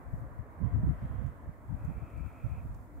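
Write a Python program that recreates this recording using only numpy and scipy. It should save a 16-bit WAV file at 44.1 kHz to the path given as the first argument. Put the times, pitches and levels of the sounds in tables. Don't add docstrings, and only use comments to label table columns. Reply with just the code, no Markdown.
import sys
import numpy as np
from scipy import signal
from scipy.fft import rfft, irfft
from scipy.io import wavfile
from scipy.ndimage import uniform_filter1d

SR = 44100
rng = np.random.default_rng(int(sys.argv[2]) if len(sys.argv) > 2 else 0)


def to_wav(s):
    ch = np.atleast_2d(s).T
    pcm = np.round(np.clip(ch, -1, 1) * 32767)
    wavfile.write(sys.argv[1], SR, pcm.astype(np.int16))


N = 132300

# time_s, level_db
BREEZE_LEVEL = [(0, -51.5), (.25, -43), (.52, -55), (.8, -45.5), (1.3, -47.5), (1.58, -56), (1.8, -42),
                (2.08, -52.5), (2.22, -47), (2.36, -52), (2.72, -40.5), (2.9, -55), (3, -42.5)]
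# frequency_hz, relative_db
WIND_COLOUR = [(10, -48), (22, -26), (45, -3), (65, 2), (135, -1.5), (190, -12.5), (270, -19.5),
               (400, -40.5), (800, -45.5), (2500, -81.5)]
# time_s, level_db
TYRE_LEVEL = [(0, -54), (.55, -53.5), (.68, -51.5), (1.1, -50.5), (1.6, -56), (1.9, -51.5), (2.15, -55.5),
              (2.55, -54), (3, -57)]
# frequency_hz, relative_db
TYRE_COLOUR = [(20, -6), (70, 8.5), (185, -2.5), (385, -4), (520, -1.5), (690, -0.5), (800, -5), (1010, -2),
               (1400, -8), (2000, -13), (2450, -24), (2900, -36.5), (4200, -44), (8000, -72)]
# frequency_hz, relative_db
ENGINE_COLOUR = [(30, -9), (80, -1.5), (185, -8.5), (225, 1), (275, 3.5), (325, -2.5), (380, -18.5),
                 (800, -45)]
# frequency_hz, likeness (-1..1)
TRAFFIC_LIKENESS = [(60, 0.43), (270, 0.77), (520, 0.86), (690, 0.69), (800, .3), (950, 0.25),
                    (1200, 0.063), (2000, 0.099), (4000, .1)]
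# time_s, level_db
HISS_LEVEL = [(0, -77), (.15, -73.5), (.4, -78), (.8, -75), (1.25, -75.5), (1.6, -78), (1.9, -72),
              (2.08, -74.5), (2.5, -72.5), (2.8, -74), (3, -75.5)]
# frequency_hz, relative_db
HISS_COLOUR = [(1500, -7), (4000, -6.5), (5900, -7.5), (6500, -3), (7800, -1.5), (9200, -3.7), (11400, -2),
               (12000, -4), (12900, -3.8), (13600, -.3), (16000, .3)]
# centre_s, length_s, level_db, port (0 left, 1 right)
EDDIES = [(.075, .025, -37.5, 0), (0.142, 0.013, -26.5, 0), (0.174, 0.052, -39.5, 1),
          (.226, .027, -36.5, 0), (0.402, .03, -31.5, 0), (0.646, 0.066, -25, 1), (0.762, 0.075, -24.5, 0),
          (0.792, .032, -28, 1), (0.84, 0.016, -23, 1), (0.839, 0.036, -29, 0), (0.876, 0.033, -23, 1),
          (0.907, 0.046, -23.5, 0), (.948, 0.047, -43, 1), (1.042, 0.033, -30.5, 1),
          (1.044, 0.091, -37.5, 0), (1.14, 0.06, -32.5, 1), (1.24, 0.1, -30, 1), (1.459, 0.049, -41.5, 0),
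          (1.493, 0.023, -33.5, 1), (1.731, 0.053, -29.5, 0), (1.853, 0.02, -29.5, 0),
          (1.9, 0.037, -29.5, 1), (1.972, 0.031, -32.5, 1), (2.032, 0.024, -32, 0),
          (2.198, 0.084, -33.5, 0), (2.267, 0.025, -33, 0), (2.454, 0.025, -26, 1),
          (2.514, 0.057, -32.5, 0), (2.581, 0.024, -35.5, 1), (2.654, 0.015, -32, 1),
          (2.717, 0.042, -42.5, 0)]
# time_s, level_db
RUSH_LEVEL = [(0, -93), (.58, -103), (.65, -73.5), (.82, -82.5), (1.04, -70), (1.3, -75), (1.55, -88),
              (3, -100)]
# frequency_hz, relative_db
RUSH_COLOUR = [(500, -20), (1500, -2), (2400, -7.5), (3200, -7), (3900, -20.5), (6000, -24.5)]
# centre_s, length_s, pitch_hz, level_db
GUST_MOANS = [(0.651, 0.035, 1003, -58), (0.711, 0.066, 695.4, -58)]
# start_s, level_db
FLAKE_LANDINGS = [(1.262, -70), (1.847, -69.5), (1.978, -81), (2.1, -75), (2.175, -72), (2.26, -74),
                  (2.325, -77), (2.744, -67.5)]
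# frequency_hz, relative_db
FLAKE_COLOUR = [(1500, -5), (4000, -8), (7500, -2), (9500, -6), (15000, -7)]
# time_s, level_db
WHIRR_LEVEL = [(0, -110), (1.6, -100), (1.8, -71.5), (2.1, -64.5), (2.59, -64.5), (2.65, -75.5), (2.8, -81),
               (3, -100)]
# frequency_hz, relative_db
WHIRR_COLOUR = [(600, -25), (1150, -10), (1330, 10.5), (1520, -10.5), (2000, -8.5), (2380, 3), (2620, -1.5),
                (2790, -20), (3200, -16.5), (4000, -32.5), (8000, -47)]

STREET_LEFT_DB = -1.5
T = np.arange(N) / SR
HZ = np.fft.rfftfreq(N, 1 / SR)


def amp(db):
    return 10 ** (np.asarray(db) / 20)


def unit(x):
    return x / np.sqrt(np.mean(x ** 2) + 1e-30)


def at_hz(points, hz):
    f, value = np.transpose(points)
    return np.interp(np.log(hz + 1), np.log(f + 1), value)


def level(points):
    return amp(np.interp(T, *np.transpose(points)))


def pan(left_db):
    return amp([[left_db / 2], [-left_db / 2]])


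def drift(rate_hz):
    return unit(irfft(rfft(rng.standard_normal(N)) * np.exp(-(HZ / rate_hz) ** 2) * (HZ > 0), N))


def tinted(x, colour, octaves=0):
    return irfft(rfft(x) * amp(at_hz(colour, HZ / 2 ** octaves)), N)


def wash(colour, likeness, patchy_db, left_lead_rad=0):
    hz = np.fft.rfftfreq(2048, 1 / SR)
    a, b, c, d, patches = rng.standard_normal((5, N // 512 + 6, len(hz)))
    patches = uniform_filter1d(patches, size=10, axis=0)
    patches = unit(uniform_filter1d(patches, size=9, axis=1))
    same = at_hz(likeness, hz) if np.ndim(likeness) else likeness
    left = a + 1j * b
    right = same * left + np.sqrt(1 - same ** 2) * (c + 1j * d)
    spectra = np.array([left * np.exp(1j * left_lead_rad), right])
    spectra *= amp(at_hz(colour, hz) + patchy_db * patches)
    _, noise = signal.istft(spectra.transpose(0, 2, 1), nperseg=2048, noverlap=1536)
    return unit(noise[:, :N])


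def breeze():
    ports = []
    for _ in range(2):
        rumble = tinted(rng.standard_normal(N), WIND_COLOUR, octaves=-0.25)
        lumps = amp(drift(rate_hz=35))
        ports.append(unit(rumble * lumps))
    return level(BREEZE_LEVEL) * np.array(ports)


def traffic():
    turn_start_s, turn_end_s, shade_hz, shade_db = 0.57, 1.96, 880, -2.5
    roar = wash(TYRE_COLOUR, TRAFFIC_LIKENESS, patchy_db=1.5, left_lead_rad=-0.31)
    treble = irfft(rfft(roar) * HZ ** 2 / (HZ ** 2 + shade_hz ** 2), N)
    shade = level([(turn_start_s, 0), (turn_end_s, shade_db)])
    tyres = level(TYRE_LEVEL) * (roar + (shade - 1) * treble)
    engines = amp(db=-59.5) * wash(ENGINE_COLOUR, TRAFFIC_LIKENESS, patchy_db=0)
    return pan(STREET_LEFT_DB) * (tyres + engines)


def hiss():
    flicker = amp(db=0.68 * drift(rate_hz=14))
    return level(HISS_LEVEL) * pan(left_db=2.4) * flicker * wash(HISS_COLOUR, likeness=0, patchy_db=0)


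def buffets():
    octaves_per_db, typical_db, lift_db = 0.0285, -29, 0.5
    out = np.zeros((2, N))
    for centre_s, length_s, db, port in EDDIES:
        half_width_s = 0.51 * length_s
        swell = 1 / (1 + ((T - centre_s) / half_width_s) ** 4)
        octaves = octaves_per_db * (db - typical_db)
        puff = tinted(swell * rng.standard_normal(N), WIND_COLOUR, octaves)
        out[int(port)] += amp(db + lift_db) * unit(puff) * np.sqrt(np.mean(swell ** 2))
    return out


def rush():
    return level(RUSH_LEVEL) * wash(RUSH_COLOUR, likeness=0.2, patchy_db=-0.5)


def moans():
    waver = 0.01214
    out = np.zeros(N)
    for centre_s, length_s, pitch_hz, db in GUST_MOANS:
        cycles = np.cumsum(pitch_hz * (1 + waver * drift(rate_hz=49))) / SR
        swell = np.exp(-2 * ((T - centre_s) / length_s) ** 2)
        out += amp(db) * swell * unit(np.sin(2 * np.pi * cycles))
    return pan(STREET_LEFT_DB) * out


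def flakes():
    rise_s, fade_s, tail_s, tail_db = 0.0012, 0.005, 0.025, -7
    envelope = np.zeros(N)
    for start_s, db in FLAKE_LANDINGS:
        age = np.maximum(T - start_s, 0)
        fade = np.exp(-age / fade_s) + amp(tail_db) * np.exp(-age / tail_s)
        envelope += amp(db) * np.minimum(age / rise_s, 1) * fade
    return envelope * pan(left_db=3) * wash(FLAKE_COLOUR, likeness=0.24, patchy_db=-2)


def whirr():
    return level(WHIRR_LEVEL) * wash(WHIRR_COLOUR, likeness=0.87, patchy_db=1)


def scene():
    return buffets() + breeze() + traffic() + rush() + moans() + whirr() + hiss() + flakes()


def record(dry):
    low_cut_hz, top_hz = 24, 15700
    low_cut = signal.butter(2, low_cut_hz, "highpass", fs=SR, output="sos")
    band_limit = signal.firwin(801, top_hz, window=("kaiser", 9), fs=SR)
    return signal.oaconvolve(signal.sosfilt(low_cut, dry), band_limit[None], "same")


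dry = scene()
out = record(dry)
to_wav(out)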